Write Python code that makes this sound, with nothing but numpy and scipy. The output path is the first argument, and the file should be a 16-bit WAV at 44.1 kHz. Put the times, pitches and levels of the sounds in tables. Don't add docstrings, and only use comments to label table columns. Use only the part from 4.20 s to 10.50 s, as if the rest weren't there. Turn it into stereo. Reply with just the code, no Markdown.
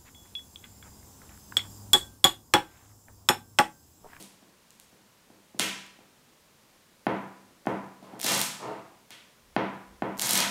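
import sys
import numpy as np
from scipy import signal
from scipy.fft import rfft, irfft
from scipy.io import wavfile
from scipy.ndimage import uniform_filter1d

SR = 44100
rng = np.random.default_rng(int(sys.argv[2]) if len(sys.argv) > 2 else 0)


def pcm_store(signal):
    levels = np.round(np.clip(np.atleast_2d(signal), -1, 1) * 32767)
    wavfile.write(sys.argv[1], SR, levels.astype(np.int16).T)


def makeup_ratio(level_db):
    decades = np.asarray(level_db, float) / 20
    return 10 ** decades


N = 277830
LEAD = SR // 4
LONG = N + LEAD
EARLIER_S = -0.06

# start_s, rise_s, hold_s, fall_s, crackle level_db
PEELS = [
    (4.026, .045, 0.053, 0.085, -28.5),
    (5.985, 0.031, 0.19, 0.05, -31.5),
]


def at_hz(points, hz):
    table_hz, value = np.array(points).T[:2]
    return np.interp(np.log(hz + 1), np.log(table_hz), value)


def place(s):
    return int(round(s * SR)) + LEAD


def coloured(x, spectrum):
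    size = x.shape[-1]
    return irfft(rfft(x) * makeup_ratio(at_hz(spectrum, np.fft.rfftfreq(size, 1 / SR))), size)


def ring(x, hz, t60):
    radius, angle = makeup_ratio(-60 / (t60 * SR)), 2 * np.pi * hz / SR
    return signal.lfilter([0, np.sin(angle)], [1, -2 * radius * np.cos(angle), radius ** 2], x + 1e-18)


def pair(size, likeness):
    alike = np.clip(at_hz(likeness, np.fft.rfftfreq(size, 1 / SR)), 0, 1)
    mid, side = rfft(rng.standard_normal((2, size)))
    mid, side = np.sqrt(1 + alike) * mid, np.sqrt(1 - alike) * side
    return irfft([mid + side, mid - side], size)


def grains(per_s, spread_db):
    present = rng.random(LONG) < per_s / SR
    size = makeup_ratio(spread_db * np.minimum(rng.exponential(1, LONG), 4))
    clicks = present * size * rng.choice([-1, 1], LONG)
    return clicks / np.std(clicks)


def stroke(t, start, rise, hold, fall):
    return np.interp(t - start, np.cumsum([0, rise, hold, fall]), [0, 1, 1, 0], left=-1, right=-1)


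def envelope(strokes):
    edge_db = -11.5
    t, gain = (np.arange(LONG) - LEAD) / SR, np.zeros(LONG)
    for *shape, level_db in strokes:
        effort = stroke(t, *shape)
        gain += (effort >= 0) * makeup_ratio(level_db + edge_db * (1 - effort))
    return uniform_filter1d(gain, size=400)


def snap_rows():
    # time_s, peak_db, centre_hz, thrown_db (share thrown into the room)
    lone_snaps = [
        (.026, -31.5, 7900, -2),
        (.506, -35.5, 7760, -1),
        (.599, -32, 7800, -4),
        (1.392, -19.5, 6600, 13.5),
        (1.3957, -5.5, 2980, 1.5),
        (1.6648, -38, 5500, -6),
        (3.4647, -35.5, 5200, -5),
        (4.9059, -31.5, 3350, 6.5),
        (4.9192, -40, 3300, -6),
    ]
    # time_s, peak_db, centre_hz, thrown_db
    nail_ticks = [
        (2.869, -41, 9000, 0),
        (3.4702, -41, 5900, 7),
        (3.829, -45.5, 3600, 7.5),
        (5.365, -43, 2600, 2),
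    ]
    # peak_db, centre_hz, thrown_db
    earlier_snap = (-23, 9100, 4.2)
    # time_s, peak_db, centre_hz
    first_rip = [(3.9939, -29, 7100), (3.9994, -25, 4030), (4.0103, -24.5, 4700), (4.0147, -16.5, 8000),
                 (4.0301, -19, 4800), (4.0402, -18, 12000), (4.044, -12, 4500), (4.0466, -13, 5500),
                 (4.0622, -21, 3920), (4.0636, -12.5, 4300), (4.0665, -11, 4630), (4.0933, -18, 4000),
                 (4.1198, -9.5, 6400), (4.178, -12, 12500), (4.1934, -11.5, 7840), (4.2042, -10, 8200),
                 (4.215, -8, 7700)]
    # time_s, peak_db, centre_hz
    second_rip = [(5.9714, -36, 6100), (5.9785, -29, 7600), (5.9879, -24, 13100), (5.9958, -10.5, 5070),
                  (6.0072, -21, 4430), (6.016, -11, 8400), (6.021, -12.5, 6300), (6.0289, -15, 5060),
                  (6.0528, -19, 6100), (6.061, -16, 9900), (6.072, -10.5, 10400), (6.093, -8, 10200),
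                  (6.1088, -6, 9500), (6.1336, -6.5, 7200), (6.1547, -10, 3700), (6.1747, -13, 9000),
                  (6.1763, -7.5, 4600), (6.1775, -10, 5500), (6.2023, -14.5, 2350), (6.2048, -8.5, 4800),
                  (6.2307, -18, 3000)]
    thrown_full_db = (5.5, 0.5)
    slack_db = -8

    rows = [(EARLIER_S, *earlier_snap)] + list(lone_snaps) + list(nail_ticks)
    for rip, peel, full_db in zip((first_rip, second_rip), PEELS, thrown_full_db):
        for s, peak_db, hz in rip:
            pull = max(stroke(s, *peel[:4]), 0)
            rows.append((s, peak_db, hz, full_db + slack_db * (1 - pull)))
    return rows


def snaps():
    snap_ms, small_patch_hz = 0.97, 5500
    pan_spread_db = 1.2
    thrown_top = 2.2
    near, around, t = np.zeros((2, LONG)), np.zeros(LONG), np.arange(600) / SR
    rows = snap_rows()
    noise = rng.standard_normal((len(rows), 3, len(t)))
    for (s, peak_db, hz, thrown_db), (shared, left, right) in zip(rows, noise):
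        ms = snap_ms * max(small_patch_hz / hz, 1)
        pan_db = pan_spread_db * left[-1]
        burst = np.array([shared + left, shared + right, 0 * t]) * 0.17 * np.exp(-1000 * t / ms)
        burst[:, 0] = 1
        band_hz = [max(hz / 3, 1300), min(4 * hz, 14500)]
        sheet = signal.butter(2, band_hz, "band", fs=SR, output="sos")
        resonance = signal.lfilter(*signal.iirpeak(hz, 2.2, SR), burst)
        shaped = signal.sosfilt(sheet, burst) + 1.2 * resonance
        shaped *= makeup_ratio(peak_db - 0.22) / np.max(np.abs(shaped[:2].mean(axis=0)))
        dull = signal.butter(1, min(thrown_top * hz, 20000), fs=SR, output="sos")
        thrown = signal.sosfilt(dull, shaped[2])
        span = slice(place(s), place(s) + len(t))
        near[:, span] += shaped[:2] * makeup_ratio(np.array([[pan_db], [-pan_db]]) / 2)
        around[span] += thrown * makeup_ratio(thrown_db + 4.5)
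    return near, around


def crackle():
    # pitch_hz, density_db (per Hz)
    sheet = [(300, -9), (900, 15), (2000, -7), (4000, 16.5), (8000, 14.5), (12000, 11.5), (16000, -12)]
    clumps = uniform_filter1d(rng.standard_normal(LONG), size=70)
    clump_gain = makeup_ratio(5 * np.clip(clumps / np.std(clumps), -3, 2))
    left, right = grains(per_s=4000, spread_db=2.0), grains(per_s=4000, spread_db=2.0)
    across = np.array([left + 0.4 * right, right + 0.4 * left])
    fine = coloured(across * clump_gain, sheet)
    return envelope(PEELS) * makeup_ratio(-2.5) * fine / np.std(fine)


def phone():
    # time_s, peak_db, contact_ms
    knocks = [(.226, -33, 0.55), (.728, -34, 0.71), (1.102, -30.5, 0.47), (1.346, -21.5, 0.77),
              (1.398, -11.5, 0.29), (1.789, -34, 0.29), (2.08, -46.5, 0.21), (2.8677, -3, 0.12),
              (3.308, -37, 0.64), (3.456, -27.5, 0.083), (3.4699, -4, 0.17), (3.826, -26.5, 0.46),
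              (3.935, -20.5, 0.45), (4.046, -14.5, 0.28), (4.120, -16.5, 0.055), (4.212, -33, 0.33),
              (4.9065, -36.5, 0.057), (5.3644, -3, 0.075), (5.8219, -6.5, 0.15), (6.109, -28, 0.17),
              (6.134, -17.5, 0.19), (6.177, -24, 0.11), (6.204, -36, 0.12)]
    # peak_db, contact_ms
    earlier_knock = (-19.5, 0.51)
    # pitch_hz, level_db, t60_s, side of the nodal line (+-1)
    body = [(290, -1.5, .03, -1), (620, -4, .026, -1), (830, -2, .028, 1), (1110, -10, .022, 1),
            (1520, -7, .02, 1), (1800, -7, .02, 1), (2150, -10, .016, 1), (2550, -10, .018, 1),
            (3100, -12, .018, 1), (3900, -16, .015, 1), (4600, -17, .014, 1), (7000, -18, .004, 1)]
    # pitch_hz, level_db
    body_around = [(80, 9), (150, 7.5), (300, 16), (500, 18), (800, 20), (1300, 11), (2200, 7.5), (3500, 1),
                   (6000, -6.5), (12000, -40)]
    # pitch_hz, level_db, t60_s
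    table_top = [(201.5, -28, 0.14), (193.7, -21.5, 0.79)]

    push, t = np.zeros(LONG), np.arange(400) / SR
    for s, peak_db, ms in [(EARLIER_S, *earlier_knock)] + list(knocks):
        force = t * np.exp(-2000 * t / max(ms, 0.03))
        push[place(s):place(s) + len(t)] += makeup_ratio(peak_db - 7.5) * force / force.sum()
    near = np.zeros(LONG)
    for hz, level_db, t60, side in body:
        near += makeup_ratio(-4) * side * makeup_ratio(level_db) * ring(push, hz, t60)
    soft_push = uniform_filter1d(push, size=60, origin=29)
    for hz, level_db, t60 in table_top:
        near += makeup_ratio(level_db) * ring(soft_push, hz, t60)
    around = makeup_ratio(8) * np.roll(coloured(push, body_around), SR // 300)
    return near, around


def judder(strokes, spectrum, per_s):
    soft = coloured(grains(per_s, spread_db=3.0), spectrum)
    return envelope(strokes) * makeup_ratio(-7.5) * soft / np.std(soft)


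def slides():
    # start_s, rise_s, hold_s, fall_s, level_db
    drags = [
        (3.815, .03, 0.012, 0.028, -46.5),
        (3.87, 0.044, 0.0073, 0.13, -46),
        (4.385, 0.05, 0.024, 0.12, -34),
    ]
    # pitch_hz, density_db (per Hz)
    drag_spectrum = [(100, -12.5), (200, -11), (400, -2.5), (700, 1.5), (1000, 0.5), (1500, -12),
                     (2500, -19), (5000, -29), (10000, -43)]
    return judder(drags, drag_spectrum, 1500)


def tugs():
    # pitch_hz, density_db (per Hz)
    tug_spectrum = [(100, -10), (200, 3.5), (350, -6), (700, 5), (1100, 0.5), (2000, -1.5), (4000, -10.5),
                    (10000, -40)]
    tug_db = (-1, -1.5)
    lag_s = 0.013
    shakes = []
    for (s, rise, hold, fall, level_db), more_db in zip(PEELS, tug_db):
        shakes.append((s + lag_s, rise, hold, fall, level_db + more_db))
    return judder(shakes, tug_spectrum, 500)


def room(x):
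    # pitch_hz, t60_s
    room_t60 = [(80, 0.79), (200, 0.63), (500, 0.59), (1200, 0.69), (3000, 0.62), (7000, 0.55),
                (14000, 0.37)]
    # pitch_hz, level_db
    room_colour = [(60, -21), (130, 12.5), (300, 8), (700, -1), (1500, 6), (3000, 6.5), (6000, 2.5),
                   (11000, 2), (16000, 2.5)]
    # pitch_hz, level_db, t60_s
    room_modes = [(129.9, -9, 0.28), (329, -17, 0.67), (669, -18, 0.5), (693, -10, 0.26),
                  (914, -15.5, 0.36), (988, -16, 0.73), (1004, -17.5, 0.81)]
    # delay_s, level_db
    echoes = [
        (.0082, -7),
        (0.016, -18),
        (0.0297, -7.5),
    ]
    # pitch_hz, coherence (0 to 1; below 0 counts as 0)
    room_likeness = [(60, 1), (130, 0.97), (290, 1), (640, 0.9), (1410, 0.72), (3100, 0.21), (6820, -0.46),
                     (15000, -0.35)]
    level_room_db, build_s = -0.5, 0.0096

    size = SR
    t, hz = np.arange(size) / SR, np.fft.rfftfreq(size, 1 / SR)
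    noise, tail = rfft(pair(size, room_likeness)), np.zeros((2, size))
    for centre in 40 * 2 ** np.arange(0, 9, 0.5):
        band = np.clip(1 - 2 * np.abs(np.log2((hz + 1) / centre)), 0, 1)
        decay_db = at_hz(room_colour, centre) - 60 * t / at_hz(room_t60, centre)
        tail += irfft(noise * band, size) * makeup_ratio(decay_db)
    click = np.eye(1, size)[0]
    for mode_hz, level_db, t60 in room_modes:
        tail += makeup_ratio(level_db - 0.5) * ring(click, mode_hz, t60)
    tail *= makeup_ratio(level_room_db) * (1 - np.exp(-t / build_s)) / np.sqrt(0.05 * SR)
    for s, echo_db in echoes:
        first = int(s * SR)
        tail[:, first:first + 14] += makeup_ratio(echo_db) * np.hanning(14) / 6.5
    return signal.fftconvolve(x[None], tail)[:, :LONG]


def draught():
    # start_s, rise_s, hold_s, fall_s, level_db
    gusts = [
        (5.2, 0.13, .015, .09, -63),
        (5.64, .07, .03, .27, -61),
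        (6.05, 0.12, .03, .06, -71),
        (6.22, .08, .05, .05, -67),
    ]
    slow = signal.butter(3, [34, 70], "band", fs=SR, output="sos")
    air = signal.sosfilt(slow, rng.standard_normal((3, LONG)))
    return envelope(gusts) * (air[0] + 0.34 * air[1:]) / np.std(air)


def hiss():
    # pitch_hz, density_db (per Hz)
    hiss_spectrum = [(15, -32), (25, -9), (52, -11), (99, -6), (145, -4), (242, -2), (270, -6.5), (591, -6),
                     (714, -9.5), (988, -7.5), (1260, -10), (6560, -15.5), (16000, -22)]
    # pitch_hz, coherence (0 to 1; below 0 counts as 0)
    hiss_likeness = [(60, 0.39), (240, 0.18), (950, -0.0042), (3770, -0.38), (15000, -0.053)]
    noise = coloured(pair(N, hiss_likeness), hiss_spectrum)
    return makeup_ratio(-61) * noise / np.std(noise.mean(axis=0))


def scene():
    snap, snap_around = snaps()
    knock, knock_around = phone()
    fine = crackle()
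    drag = slides() + tugs()
    direct = snap + knock + fine + drag
    thrown = snap_around + knock_around + fine.mean(axis=0) + drag
    capsule = signal.butter(3, 72, "high", fs=SR, output="sos")
    heard = signal.sosfilt(capsule, direct + room(thrown))
    return (heard + draught())[:, LEAD:] + hiss()


def top_cut(x):
    return signal.sosfilt(signal.butter(12, 17000, fs=SR, output="sos"), x)


def record(dry):
    low_pass = signal.cheby2(8, 30, 16300, fs=SR, output="sos")
    mix = signal.sosfilt(low_pass, dry)
    return top_cut(mix)


dry = scene()
out = record(dry)
pcm_store(out)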